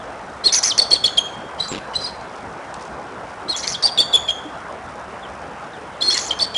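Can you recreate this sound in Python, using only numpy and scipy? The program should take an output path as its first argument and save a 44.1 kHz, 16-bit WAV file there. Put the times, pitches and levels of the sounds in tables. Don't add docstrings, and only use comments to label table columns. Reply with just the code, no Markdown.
import sys
import numpy as np
from scipy import signal
from scipy.fft import rfft, irfft, next_fast_len
from scipy.io import wavfile
from scipy.ndimage import uniform_filter1d, map_coordinates

SR = 44100
rng = np.random.default_rng(int(sys.argv[2]) if len(sys.argv) > 2 else 0)


def generate_wav(sig):
    pcm = np.round(np.clip(np.atleast_2d(sig).T, -1, 1) * 32767).astype(np.int16)
    wavfile.write(sys.argv[1], SR, pcm)


N = 289737

CLEARING = 0.88


def amp(db):
    return 10 ** (np.asarray(db) / 20)


def unit(x):
    return x / np.sqrt(np.mean(x ** 2) + 1e-20)


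def along(points, hz):
    knots_hz, values = np.transpose(points)
    return np.interp(np.log(hz + 1), np.log(knots_hz + 1), values)


def wobble(rate_hz, size=N):
    knots = rng.standard_normal(int(size * rate_hz / SR) + 4)
    return map_coordinates(knots, [np.arange(size) * rate_hz / SR])


def filtered(x, response):
    size = next_fast_len(len(x) + 8192)
    return irfft(rfft(x, size) * response(np.fft.rfftfreq(size, 1 / SR)), size)[:len(x)]


def noise(spectrum, size=N):
    return unit(filtered(rng.standard_normal(size), lambda hz: amp(along(spectrum, hz))))


def add(track, start_s, sound):
    start = round(start_s * SR)
    part = sound[max(-start, 0):max(N - start, 0)]
    track[max(start, 0):][:len(part)] += part


def swell(t, at_s, half_width_s):
    return np.exp(-np.abs((t - at_s) / half_width_s) ** 3)


def ease(t, start_s, length_s):
    return np.sin(np.pi / 2 * np.clip((t - start_s) / length_s, 0, 1)) ** 2


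def water(level_db=-33, patchy_db=1.9):
    # freq_hz, gain_db
    spectrum = [(15, -61), (25, -31), (64, -2), (96, -7.5), (173, -3.5), (303, -5.5), (371, -4), (757, 1),
                (1470, -4.5), (1890, -11.5), (3490, -23), (4620, -31.5), (5810, -38), (9660, -34),
                (11000, -50), (14300, -94), (22000, -120)]
    bins = signal.stft(noise(spectrum), nperseg=512)[2]
    patches = uniform_filter1d(rng.standard_normal(bins.shape), size=4, axis=0)
    patches = uniform_filter1d(patches, size=10, axis=1)
    rush = signal.istft(bins * amp(patchy_db * unit(patches)), nperseg=512)[1][:N]
    return amp(level_db) * unit(rush)


def woods(x, near_db=-15, near_t60_s=0.11, far_db=-17):
    # freq_hz, t60_s
    decay = [(300, 0.58), (3300, 0.71), (6000, 0.49), (10000, 0.1)]
    hz, t, bins = signal.stft(rng.standard_normal(SR), SR, nperseg=256)
    far = signal.istft(bins * amp(-60 * t / along(decay, hz)[:, None]), SR, nperseg=256)[1][:SR]
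    near = rng.standard_normal(SR) * amp(-60 * np.arange(SR) / SR / near_t60_s)
    echo = amp(near_db) * near / np.linalg.norm(near) + amp(far_db) * far / np.linalg.norm(far)
    return signal.fftconvolve(x, np.pad(echo, (SR // 200, 0)))[:N]


def far_bird():
    # start_s, length_s, from_hz, to_hz, level_db
    chirps = [(-.02, 0.06, 4100, 2860, -45), (1.278, 0.013, 2860, 2300, -40),
              (5.213, 0.059, 3830, 2850, -41.5), (5.728, 0.052, 3940, 2870, -44),
              (5.918, 0.055, 4220, 3050, -48.5)]
    out = np.zeros(N)
    for start_s, length_s, from_hz, to_hz, level_db in chirps:
        u = np.linspace(0, 1, int(length_s * SR))
        phase = 2 * np.pi * np.cumsum(from_hz * (to_hz / from_hz) ** u) / SR
        flicker_db = 3 * wobble(144, len(u))
        tone = np.sin(phase + 0.9 * wobble(396, len(u)))
        add(out, start_s, amp(level_db + flicker_db) * np.sin(np.pi * u) * tone)
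    return out


def nest(snap_t60_s=0.015):
    # freq_hz, gain_db
    straw = [(1000, -12), (3500, 2.5), (5500, 7), (8500, -1.5), (11000, -18)]
    # time_s, level_db
    rustle = [(2.2, -54.5), (2.72, -53.5), (2.82, -46.5), (2.93, -54), (3.4, -55)]
    # start_s, level_db
    snaps = [(2.742, -27.5)]
    rustle_db = np.interp(np.arange(N) / SR, *np.transpose(rustle))
    out = amp(rustle_db) * unit(noise(straw) * amp(3.4 * wobble(300)))
    t = np.arange(SR // 20) / SR
    for start_s, level_db in snaps:
        add(out, start_s, amp(level_db - 60 * t / snap_t60_s) * noise(straw, len(t)))
    return out


def footfall(rise_s=0.011):
    # start_s, pitch_hz, level_db
    thuds = [(4.451, 309, -28)]
    out, t = np.zeros(N), np.arange(SR // 8) / SR
    envelope = t / rise_s * np.exp(1 - t / rise_s)
    for start_s, pitch_hz, level_db in thuds:
        tone = np.sin(2 * np.pi * pitch_hz * t + wobble(146, len(t)))
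        add(out, start_s, amp(level_db) * envelope * tone)
    return out


def feathers(start_s=1.716, flicks=8, gap_s=0.0102, scatter_s=0.00092, puff_s=0.0024):
    # freq_hz, gain_db
    spectrum = [(30, -22), (100, -1), (330, 17), (700, -12), (1800, -4), (3200, 0.5), (5000, -6.5),
                (10000, -33)]
    out, t = np.zeros(N), np.arange(SR // 50) / SR
    envelope = t / puff_s * np.exp(-2 * t / puff_s)
    for k, u in enumerate(np.linspace(0, 1, flicks)):
        level_db = -30.5 + 3.5 * np.sin(np.pi * u) - 8 * u
        at_s = start_s + k * gap_s + scatter_s * rng.standard_normal()
        add(out, at_s, amp(level_db) * unit(envelope * noise(spectrum, len(t))))
    return out


def windpipe(hz):
    # centre_hz, width_hz, gain_db
    resonances = [(1950, 320, 6), (3370, 170, 5), (4310, 118, 14), (5300, 1600, 1), (5950, 210, 9),
                  (7340, 380, -3), (8700, 1300, -16)]
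    response = 0
    for k, (centre_hz, width_hz, gain_db) in enumerate(resonances):
        damping = 1j * hz * width_hz
        response += (-1) ** k * amp(gain_db) * damping / (centre_hz ** 2 - hz ** 2 + damping)
    return response


def membrane_slap(depth, slap_hz=305.2, scatter=0.26):
    rate_hz = slap_hz * (1 + scatter * wobble(slap_hz, len(depth)))
    return np.exp(depth * np.cos(2 * np.pi * np.cumsum(rate_hz) / SR)) / np.sqrt(np.i0(2 * depth))


def syrinx(pitch_hz, strength, rasp, edge_s=0.0013, rattle_hz=650, rattle_db=4, buzz_hz=860,
           throat_hz=7000):
    size = len(pitch_hz)
    t = np.arange(size) / SR
    rasp = np.clip(rasp, 0, 1)
    loudness = strength * ease(np.minimum(t, t[-1] - t), 0, edge_s)
    stagger = 0.07 * rasp ** 2 * wobble(200, size)
    jitter = (0.0063 + 0.035 * rasp) * wobble(1330, size)
    hz = pitch_hz * (1 + stagger + jitter)
    phase = 2 * np.pi * np.cumsum(hz) / SR
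    depth = np.log(amp(rattle_db)) * np.sqrt(rasp)
    rattle = np.exp(depth * np.clip(wobble(rattle_hz, size), -2, 1.8) - 2 * depth ** 2)
    buzz_phase = 2 * np.pi * np.cumsum(buzz_hz * (1 + 0.092 * wobble(213.5, size))) / SR
    sidebands = np.zeros(size)
    for k, share in [(-1, 0.4), (1, 0.55), (2, 0.28)]:
        throat_gain = 1 / (1 + ((hz + k * buzz_hz) / throat_hz) ** 10)
        flicker = amp(5 * wobble(156, size))
        sidebands += share * throat_gain * flicker * np.sin(phase + k * buzz_phase)
    tone = (np.sin(phase) + rasp * sidebands) / np.sqrt(1 + (rasp / 2) ** 2)
    octave = np.sin(2 * phase)
    overtones = amp(-16) * octave + amp(-17) * np.sin(3 * phase) * (3 * hz < SR / 2)
    tone += loudness * overtones
    envelope = np.sqrt(2) * loudness * rattle
    hiss_envelope = amp(-7) * loudness * (0.05 + rasp)
    return envelope * tone, envelope * octave, hiss_envelope


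def undertones():
    # start_s, length_s, from_hz, to_hz, level_db, rasp
    glides = [(1.579, .024, 2960, 3420, -36, 0.67), (1.932, 0.024, 3000, 3040, -30, 0.6),
              (3.624, 0.048, 2100, 2194, -32, .8), (6.135, 0.054, 2200, 1868, -28, .6)]
    for start_s, length_s, from_hz, to_hz, level_db, rasp in glides:
        u = np.linspace(0, 1, int(length_s * SR))
        pitch_hz = from_hz + (to_hz - from_hz) * u
        yield start_s, pitch_hz, amp(level_db) * np.sin(np.pi * u), np.full(len(u), rasp)


def whistles(attack_s=0.012, scoop=0.143, scoop_s=0.00797, glide_s=0.034):
    # start_s, length_s, held_hz, end_hz, held_db, swell_at_s, half_width_s, swell_db, rasp
    notes = [ (0.435, 0.064, 4325, 3580, -19.5, 0.033, 0.0079, -6.5, 0.38),
             (.908, 0.027, 3350, 3430, -36.5, 0.011, 0.0037, -15.5, 0.7),
             (1.065, 0.019, 3530, 3230, -43, 0.017, 0.0032, -18, 0),
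             (1.592, 0.096, 4070, 4010, -32.5, 0.015, 0.0059, -16, .4),
             (1.611, 0.072, 4080, 4060, -51, 0.015, 0.0041, -20.5, 0.1),
             (1.62, 0.041, 4780, 4610, -44, 0.026, .012, -31.5, 0.4),
             (1.945, 0.1, 4097, 4000, -33.5, 0.018, 0.0088, -16.5, 0.34),
             (1.999, 0.081, 4910, 4580, -34, 0.05, 0.0065, -22.5, .35),
             (2.055, .046, 4310, 4100, -34, .012, .008, -26, 0.5),
             (3.479, .057, 4280, 3830, -24, 0.024, 0.0068, -16.5, 0.27),
             (3.53, 0.031, 3430, 3410, -43, 0.026, 0.013, -24, .3),
             (3.626, 0.023, 4290, 4260, -25, 0.025, 0.0052, -30, 0.43),
             (3.740, .018, 3600, 3420, -33, .010, 0.0056, -23.5, 0.4),
             (3.978, .054, 4550, 4530, -24, 0.028, 0.0046, -9.5, 0.13),
             (6.004, 0.15, 4270, 4220, -21, 0.085, 0.011, -12, 0.25),
             (6.012, 0.017, 3480, 3550, -32, .014, 0.0054, -14, 0),
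             (6.096, 0.039, 3430, 3490, -29, 0.014, .006, -17, .15),
             (6.300, 0.037, 3300, 3116, -27, .012, 0.0038, -12.5, 0.43),
             (6.398, 0.059, 4495, 4470, -25.5, 0.017, 0.0047, -16, 0.37)]
    for start_s, length_s, held_hz, end_hz, held_db, swell_at_s, half_width_s, swell_db, rasp in notes:
        t = np.arange(0, length_s, 1 / SR)
        effort = swell(t, swell_at_s, half_width_s)
        pitch_hz = held_hz * (1 - scoop * np.exp(-t / scoop_s))
        pitch_hz += (end_hz - held_hz) * ease(t, length_s - glide_s, glide_s)
        loudness = amp(held_db) * ease(t, 0, attack_s) * (1 - effort) + amp(swell_db) * effort
        yield start_s, pitch_hz, loudness, rasp * (1 - CLEARING * effort)


def squeals(leap_s=0.0044, fall_s=0.044, crack_hz=4662, crack_half_s=0.003, fade_db_per_s=39):
    # start_s, length_s, from_hz, held_hz, end_hz, level_db, crack_at_s, crack_db, rasp
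    notes = [ (0.521, 0.073, 4046, 6380, 5960, -13.5, 0.023, -13, 0.45),
             (0.627, 0.1, 7680, 6090, 3050, -15.5, 0.012, -10, 0.45),
             (1.678, .056, 4400, 7650, 7200, -32.5, .002, -37, 0.3),
             (3.561, 0.051, 5500, 6900, 5660, -25.5, 0.031, -27.5, 0.8),
             (3.607, 0.064, 5770, 6500, 6100, -34.5, 0.043, -35, .8),
             (3.67, 0.094, 7220, 6110, 3360, -25, .008, -16.5, 0.7),
             (6.098, 0.037, 5400, 5400, 5330, -22.5, 0.054, -22, 0.65),
             (6.136, .054, 5730, 6920, 6600, -26, .042, -14.5, 1),
             (6.187, 0.13, 6560, 6600, 3400, -26.5, 0.00206, -22, 0.8)]
    for start_s, length_s, from_hz, held_hz, end_hz, level_db, crack_at_s, crack_db, rasp in notes:
        t = np.arange(0, length_s, 1 / SR)
        crack = swell(t, crack_at_s, crack_half_s)
        fall = ease(t, length_s - fall_s, fall_s)
        pitch_hz = held_hz + (from_hz - held_hz) * np.exp(-t / leap_s) + (end_hz - held_hz) * fall
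        roughness = rasp * (pitch_hz / held_hz) ** 3
        held = amp(level_db - fade_db_per_s * t) * ease(t, 0, leap_s)
        loudness = held * (1 - crack) + amp(crack_db) * crack
        screech = 0.046 * wobble(2200, len(t))
        waver = 0.04 * wobble(172, len(t))
        pitch_hz += (crack_hz - pitch_hz) * crack
        pitch_hz *= 1 + roughness * (screech + waver)
        yield start_s, pitch_hz, loudness * membrane_slap(0.82 * roughness), roughness


def yelps(dive_s=0.012, push_half_s=0.00682, flip_s=0.0074, sag_s=0.028, slack_hz=3278):
    # start_s, length_s, dive_hz, dive_db, first_at_s, first_hz, first_db,
    # second_at_s, second_hz, second_db, tail_db, rasp
    notes = [ (0.778, 0.079, 6360, -11, 0.0169, 4430, -6, 0.045, 4480, -11.5, -28, 0.86),
             (0.904, 0.065, 6040, -27, .015, 4250, -10.5, 0.031, 4384, -4.5, -18.5, 0.63),
             (1.036, 0.052, 3600, -38, 0.011, 3330, -9.5, 0.025, 4387, -13, -20, 0.63),
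             (1.169, 0.024, 4640, -45, 0.016, 3056, -7, 0.028, 3280, -7, -10.5, 0.32),
             (3.824, 0.072, 5194, -21, 0.019, 4560, -11.5, .034, 4710, -9.5, -20, 0.56),
             (3.975, .060, 3760, -15, 0.0168, 3414, -8.5, 0.028, 3585, -12.5, -16.5, 0.27),
             (4.126, .058, 3900, -27, 0.018, 3389, -8.5, 0.031, 3452, -6.5, -16.5, 0.2),
             (4.277, 0.034, 3420, -33, 0.015, 3220, -15, 0.032, 3320, -14.5, -22, 0.38),
             (6.389, .068, 5610, -25, 0.0119, 3480, -20, 0.037, 4563, -12, -29, 0.52),
             (6.542, 0.055, 3440, -23.5, 0.018, 3180, -19, 0.024, 3260, -15, -27, 0.63)]
    for (start_s, length_s, dive_hz, dive_db, first_at_s, first_hz, first_db,
         second_at_s, second_hz, second_db, tail_db, rasp) in notes:
        t = np.arange(0, length_s, 1 / SR)
        first, second = swell(t, first_at_s, push_half_s), swell(t, second_at_s, push_half_s)
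        landed, sag = ease(t, 0, dive_s), ease(t, length_s - sag_s, sag_s)
        flip = ease(t, (first_at_s + second_at_s - flip_s) / 2, flip_s)
        push_hz = first_hz + (second_hz - first_hz) * flip
        pitch_hz = (dive_hz * (1 - landed) + push_hz * landed) * (1 - sag) + slack_hz * sag
        tail = amp(tail_db - 2.5 * np.sin(np.pi * sag) - 6.5 * sag)
        slides = amp(dive_db) * (1 - landed) + tail * landed
        loudness = np.max([slides, amp(first_db) * first, amp(second_db) * second], axis=0)
        settled = np.max([first, second, sag ** 4], axis=0)
        loudness *= membrane_slap(0.29 * (1 - settled))
        yield start_s, pitch_hz, loudness, rasp * (1 - CLEARING * settled)


def eagle(beam_db=-9, beam_top_hz=7300):
    voice, beam, breath = np.zeros((3, N))
    for gestures in (whistles(), squeals(), undertones(), yelps()):
        for start_s, pitch_hz, loudness, rasp in gestures:
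            tone, octave, hiss_envelope = syrinx(pitch_hz, loudness, rasp)
            add(voice, start_s, tone)
            add(beam, start_s, octave)
            add(breath, start_s, hiss_envelope)
    beam = amp(beam_db) * filtered(beam, lambda hz: 1 / (1 + (hz / beam_top_hz) ** 20))
    hiss = breath * unit(filtered(rng.standard_normal(N), windpipe))
    return voice + hiss, beam


def scene():
    calls, beam = eagle()
    birds = calls + feathers() + far_bird()
    return (birds + woods(birds + beam) + nest() + footfall() + water())[None]


def record(dry, ceiling=0.61, asymmetry=0.072, top_hz=10950):
    # rate_hz, slip_db (re one sample)
    clock_errors = [(3910, -9), (6450, -31), (10360, -23), (14270, -18)]
    rounded = dry[0] / (1 + np.abs(dry[0] / ceiling) ** 6) ** (1 / 6)
    rounded += asymmetry * rounded ** 2
    t = np.arange(N) / SR
    slip = sum(amp(db) * np.sin(2 * np.pi * hz * t + 0.27 * wobble(500)) for hz, db in clock_errors)
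    sampled = rounded + slip * np.gradient(rounded)
    return filtered(sampled, lambda hz: 1 / np.sqrt(1 + (hz / top_hz) ** 130))[None]


dry = scene()
out = record(dry)
generate_wav(out)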